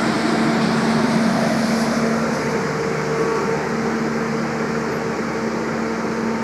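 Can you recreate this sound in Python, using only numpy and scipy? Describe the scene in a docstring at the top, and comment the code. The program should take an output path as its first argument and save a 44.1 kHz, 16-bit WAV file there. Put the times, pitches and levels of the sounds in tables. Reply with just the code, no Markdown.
"""At a street kerb, a truck-mounted leaf vacuum is at work. Six impeller blades chop the air into a
drone, the diesel fires at about a third of that pitch, turbulent air excites the resonances of hose
and box, and leaves hiss in bursts. Grit ticks on metal and a brake squeaks faintly. The listener
turns while the truck creeps away, so tones and resonances wax and wane."""
import sys
import numpy as np
from scipy import signal
from scipy.fft import rfft, irfft, next_fast_len
from scipy.io import wavfile
from scipy.ndimage import uniform_filter1d, map_coordinates

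SR = 44100
rng = np.random.default_rng(int(sys.argv[2]) if len(sys.argv) > 2 else 0)


def int16_out(signal):
    """Quantize to a 16-bit WAV file."""
    q = np.round(np.clip(np.atleast_2d(signal).T, -1, 1) * 32767)
    wavfile.write(sys.argv[1], SR, q.astype(np.int16))


N = 283560
TIME = np.arange(N) / SR
FRAME = 1024


def amp(db):
    return 10 ** (np.asarray(db) / 20)


def unit(x):
    return x / np.sqrt(np.mean(x ** 2) + 1e-20)


def curves(rows, t=TIME):
    """Linear interpolation in time of each column after the first."""
    times, *columns = np.transpose(rows)
    return [np.interp(t, times, column) for column in columns]


def wobble(rate):
    """Smooth random modulation: a spline with rate knots a second."""
    coarse = np.arange(0, N + 64, 64)
    knots = rng.standard_normal(int(N * rate / SR) + 4)
    return np.interp(np.arange(N), coarse, map_coordinates(knots, [coarse * rate / SR]))


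def peak(hz, centre, width):
    """Steep resonance curve, falling to a quarter at centre +/- width."""
    return 1 / (1 + ((hz - centre) / width) ** 2) ** 2


def filtered(x, gain):
    """Zero-phase filtering by gain(f); mirrored ends prevent clicks."""
    x = np.pad(x, [(0, 0)] * (x.ndim - 1) + [(FRAME, FRAME)], "reflect")
    size = next_fast_len(N + 4 * FRAME)
    return irfft(rfft(x, size) * gain(np.fft.rfftfreq(size, 1 / SR)), size)[..., FRAME:FRAME + N]


def rush(gain, patchy_db):
    """Turbulent noise of rms 1, shaped by gain(f, t), in patches of random strength."""
    hz, t, spectrum = signal.stft(rng.standard_normal(N), SR, nperseg=FRAME)
    patches = uniform_filter1d(rng.standard_normal(spectrum.shape), size=8, axis=0)
    patches = unit(uniform_filter1d(patches, size=6, axis=1))
    shaped = spectrum * gain(hz[:, None], t) * amp(patchy_db * patches)
    return unit(signal.istft(shaped, nperseg=FRAME)[1][:N])


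def harmonics(hz, partials, drift_hz, waver_db):
    """Harmonic series of an unsteady rotation; each (harmonic, level/dB) wavers on its own."""
    phase = 2 * np.pi * np.cumsum(hz + drift_hz * wobble(1.66)) / SR
    return sum(np.sqrt(2) * amp(db + waver_db * (wobble(9) + 0.73 * wobble(35)))
               * np.sin(k * phase + rng.uniform(0, 2 * np.pi)) for k, db in partials)


def fading_db(depth_db=4, per_s=4.5):
    """Destructive interference: street echoes weaken a tone at random moments."""
    return -depth_db * wobble(per_s) ** 2


# The listener's turn: t/s, fraction completed
TURN_PROGRESS = [(.6, 0), (1.1, 0.12), (1.5, 0.38), (1.85, 0.66), (2.1, .88), (2.6, 0.98), (6.43, 1)]

def turned(before, after, t, lateness=1):
    """Interpolation along the turn; a lateness above 1 delays the change."""
    return before + (after - before) * np.clip(curves(TURN_PROGRESS, t)[0], 0, 1) ** lateness


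# Low blade harmonics: t/s, level/dB of harmonics 1, 2 and 4
BLADE_LEVELS = [(0, -24, -39, -42), (.5, -23.5, -35, -41), (.75, -22.5, -36, -38), (1.1, -21.5, -39, -34),
                (1.4, -23.5, -42, -43), (1.8, -22, -40, -54), (2, -22, -30, -50), (2.2, -23, -28, -48),
                (2.35, -27, -44, -36), (2.6, -33, -29, -35), (2.85, -45, -28, -46), (3, -38, -31, -47),
                (3.15, -35, -26, -43), (3.3, -36, -23.5, -38), (3.45, -35, -26, -35), (3.6, -30, -30, -36),
                (3.75, -29, -30, -45), (4, -25, -34, -44), (4.35, -26, -32, -50), (4.6, -27, -31, -47),
                (4.9, -31, -34, -38), (5.25, -29, -33, -43), (5.45, -26, -32, -38), (5.8, -26.5, -37, -40),
                (6.1, -26, -32, -40), (6.43, -25.5, -37, -34)]
# Fading overtones: harmonic, level/dB before the turn, level/dB after
BLADE_OVERTONES = [(3, -38, -47), (5, -45, -44), (6, -43, -45), (7, -47, -47)]
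# Brief swells of those overtones: harmonic, t/s, gain/dB
BLADE_SURGES = [(6, .35, 6), (5, .8, 8), (6, 2.15, 7), (5, 3.3, 5), (7, 4.05, 7), (6, 4.4, 2), (3, .35, 4),
                (3, 1.4, 8), (3, 2.08, 9), (3, 3.2, 3), (3, 6, 3), (6, 3.45, 5), (5, 5.1, 3)]
# Faint top overtones: harmonic, level/dB
BLADE_TOP = [(8, -55), (9, -58), (10, -62)]

def impeller(blade_hz=226.35, surge_s=0.19):
    """Periodic chopping of the air radiates harmonics of the blade-passing frequency."""
    first, second, fourth = curves(BLADE_LEVELS)
    upper = []
    for k, before, after in BLADE_OVERTONES:
        surge_db = sum(db * np.exp(-((TIME - at) / surge_s) ** 2)
                       for harmonic, at, db in BLADE_SURGES if harmonic == k)
        flutter_db = (0.5 - np.tanh(surge_db / 2)) * fading_db()
        upper.append((k, turned(before, after, TIME) + flutter_db + surge_db))
    partials = [(1, first), (2, second + 1.8 * wobble(14)), (4, fourth), *upper, *BLADE_TOP]
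    return harmonics(blade_hz, partials, drift_hz=.06, waver_db=1.1)


# Exhaust overtones: t/s, level/dB of harmonics 2, 4 and 8
EXHAUST_LEVELS = [(0, -42, -34, -36), (.55, -33, -42, -43), (1.1, -35, -41, -39), (1.7, -36, -47, -46),
                  (2.3, -34, -50, -43), (3, -32, -46, -50), (3.6, -35, -46, -55), (4.9, -35, -41, -55),
                  (5.15, -44, -42, -55), (6.43, -45, -42, -58)]
# Weak exhaust overtone: harmonic, level/dB
EXHAUST_WEAK = [(5, -50)]

def diesel(firing_hz=75.7, fundamental_db=-47.2):
    """Periodic exhaust pulses radiate harmonics of the firing frequency."""
    seventh = -40.5 + fading_db()
    second, fourth, eighth = curves(EXHAUST_LEVELS)
    partials = [(1, fundamental_db), (2, second), (4, fourth), (7, seventh), (8, eighth), *EXHAUST_WEAK]
    return harmonics(firing_hz, partials, drift_hz=.03, waver_db=.4)


# Spectrum of the air rushing through the impeller: f/Hz, relative spectral level/dB
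ROAR_SPECTRUM = [(45, -25), (95, -9), (140, 6), (200, 6.5), (265, 3), (320, -4), (520, -1), (700, -0.5),
                 (1400, 0), (2300, -5), (2700, -15.5), (3450, -19), (5000, -14.5), (6700, -19), (7700, -25),
                 (8900, -34.5), (12000, -35.5)]

def roar(start_db=-23, start_m=7.7, creep_m_per_s=0.99):
    """Turbulence radiates broadband noise, which weakens by spherical spreading as the truck recedes."""
    f, db = np.transpose(ROAR_SPECTRUM)
    air = rush(lambda hz, t: 1, patchy_db=0.93)
    broad = unit(filtered(air, lambda hz: amp(np.interp(np.log(hz + 1), np.log(f + 1), db))))
    spreading_db = 20 * np.log10(1 + creep_m_per_s * TIME / start_m)
    return amp(start_db - spreading_db) * broad


# Air modes of hose and box, each with one swell or dip:
# f/Hz, width/Hz, level/dB, swell/dB, t/s of the swell, its half length/s
DUCT_MODES = [(195.4, 34.4, -39, 10.5, 0.52, 2.67), (306, 66, -41, 14, 0.29, 0.86),
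              (435, 90, -35.5, -19, 1.36, 0.44), (690, 140, -56.5, 25, 1.36, 0.33),
              (374, 36, -49, 16.5, 0.86, 0.49), (510, 83, -51, 17, 2.1, 1.05),
              (1365, 48, -56, 12, 5.1, 1.2), (1253, 39, -52, 14, 3.44, 0.27),
              (253, 28, -58.5, 28, 1.4, 1.6), (327, 14, -56.5, 17, 5.9, 0.87),
              (317, 20, -56, 14, 4.2, 0.59), (400, 35, -49.5, 8.5, 4.5, 1.1), (790, 98, -47.5, 7, 4, 1.1),
              (1013, 160, -57.5, 18.5, 0.33, 1.6)]
# A hollow resonance that sinks as the truck passes: t/s, f/Hz, level/dB
HOLLOW_GLIDE = [(.7, 710, -33), (1.3, 610, -32.5), (1.8, 660, -29), (2.13, 635, -31), (2.22, 510, -32),
                (2.35, 483, -28.5), (2.45, 453, -37), (2.8, 390, -36), (3.4, 400, -25), (3.8, 490, -35),
                (6.43, 496, -36)]

def ducts(throb_db=2, throbs_per_s=40):
    """Forced resonance: the flow excites the enclosed air, which throbs with the uneven load."""
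    flow = rush(lambda hz, t: 1, patchy_db=0.93)
    ringing = np.zeros(N)
    for centre, width, db, swell_db, at, half_s in DUCT_MODES:
        level_db = db + swell_db * np.exp(-((TIME - at) / half_s) ** 2)
        level_db += 0.71 * wobble(4.24) + throb_db * wobble(throbs_per_s)
        ringing += amp(level_db) * unit(filtered(flow, lambda hz: peak(hz, centre, width)))
    hollow = rush(lambda hz, t: peak(hz, curves(HOLLOW_GLIDE, t)[0], width=95), patchy_db=-1.0)
    ringing += amp(curves(HOLLOW_GLIDE)[1]) * hollow
    # The ringing carries no deep bass: it falls away steeply below about 125 Hz.
    return filtered(ringing, lambda hz: 1 / np.sqrt(1 + (125 / (hz + 1)) ** 12))


# Low and high hiss bands: f/Hz before the turn, f/Hz after, width/Hz before, after, extra midway
LEAF_BANDS = [(4210, 5500, 1950, 2030, 0), (7400, 9700, 2700, 3000, 2500)]
# Hiss envelope: t/s, level/dB of the low band, level/dB of the high band
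LEAF_LEVELS = [(0, -35.5, -42.5), (.3, -35, -42), (.47, -39.5, -45), (.58, -39, -49), (.62, -35.5, -45.5),
               (1.19, -38.5, -45.5), (1.8, -35.5, -43.5), (1.93, -36, -46.5), (2.1, -43, -49.5),
               (2.5, -44, -52.5), (2.57, -47.5, -57), (3.3, -47, -55), (3.7, -54, -60), (6.43, -55, -64)]
# Clumps of leaves: t/s, gain/dB of the low band, gain/dB of the high band
LEAF_CLUMPS = [(.01, -2, 4.4), (.63, 4.5, 5), (.78, 0, 5.2), (.9, 2, 4.4), (1.8, 1, 4.5), (2.35, 8, 6),
               (2.51, 5, 5.2), (3.37, 8, 1.5)]

def leaves(rise_s=0.018, fall_s=0.056):
    """Friction noise of leaves and grit in the hose, shadowed by the truck's body as it draws ahead."""
    def band(hz0, hz1, width0, width1, extra):
        return lambda hz, t: peak(hz, turned(hz0, hz1, t),
                                  turned(width0, width1, t) + extra * np.sin(turned(0, np.pi, t)))

    low_db, high_db = curves(LEAF_LEVELS)
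    for at, low_gain_db, high_gain_db in LEAF_CLUMPS:
        burst = np.exp(-np.abs(TIME - at) / np.where(TIME < at, rise_s, fall_s))
        low_db += low_gain_db * burst
        high_db += high_gain_db * burst
    gusts_db = 0.64 * wobble(9.04) + .5 * wobble(28.3)
    low = rush(band(*LEAF_BANDS[0]), patchy_db=1.1)
    high = rush(band(*LEAF_BANDS[1]), patchy_db=1.2)
    return amp(low_db + gusts_db) * low + amp(high_db + 1.2 * gusts_db + 0.58 * wobble(22)) * high


# Grit striking metal: t/s, level/dB before filtering
GRIT_IMPACTS = [(.887, -41.5), (2.35, -47), (3.5, -49), (5.33, -46)]

def grit(rise_s=.003):
    """A brief impact has a broad spectrum: each tick is a soft, bright puff of noise."""
    ticks, t = np.zeros(N + SR), np.arange(FRAME) / SR
    envelope = t / rise_s * np.exp(1 - t / rise_s)
    for at, db in GRIT_IMPACTS:
        ticks[round(at * SR):][:FRAME] += amp(db) * envelope * rng.standard_normal(FRAME)
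    return filtered(ticks[:N], lambda hz: peak(hz, centre=10000, width=5500))


# Brake squeaks: t/s, duration/s, f/Hz, level/dB
BRAKE_SQUEAKS = [(3, .03, 13050, -60), (4.78, .04, 8700, -59), (4.912, .075, 11760, -52),
                 (4.98, .045, 11810, -61), (5.96, .33, 8725, -61), (6.35, .08, 8725, -59)]

def brake():
    """Friction-excited vibration: each squeak is one thin tone with soft ends."""
    squeaks = np.zeros(N + SR)
    for at, length, hz, db in BRAKE_SQUEAKS:
        t = np.arange(round(length * SR)) / SR
        envelope = np.sin(np.pi * t / length) ** .3
        squeaks[round(at * SR):][:len(t)] += amp(db) * envelope * np.sin(2 * np.pi * hz * t)
    return squeaks[:N]


def scene():
    """Superposition of all sources in one channel."""
    return (impeller() + diesel() + roar() + ducts() + leaves() + grit() + brake())[None]


# Spectral dips: f/Hz before the turn, f/Hz after, depth/dB before, after, width/Hz, lateness of glide
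HOUSING_DIPS = [(2830, 3500, 1, 5.5, 660, 4.5), (6500, 10000, 6, 5, 740, 0.9)]

def housing(x, midway_fill=0.35):
    """Diffraction round the microphone's housing cuts two dips, which partly fill in mid-turn."""
    hz, t, spectrum = signal.stft(x, SR, nperseg=FRAME, boundary="even")
    depth = 1 - midway_fill * np.sin(turned(0, np.pi, t))
    dips_db = sum(turned(db0, db1, t) * depth * peak(hz[:, None], turned(hz0, hz1, t, lateness), width)
                  for hz0, hz1, db0, db1, width, lateness in HOUSING_DIPS)
    return signal.istft(spectrum * amp(-dips_db), nperseg=FRAME)[1][..., :N]


def record(dry):
    """Low-pass: the top treble rolls off steeply above 12.4 kHz, with nothing above 15.6 kHz."""
    corner_hz, limit_hz = 12400, 15600
    return filtered(housing(dry), lambda hz: (hz < limit_hz) / np.sqrt(1 + (hz / corner_hz) ** 30))


dry = scene()
out = record(dry)
int16_out(out)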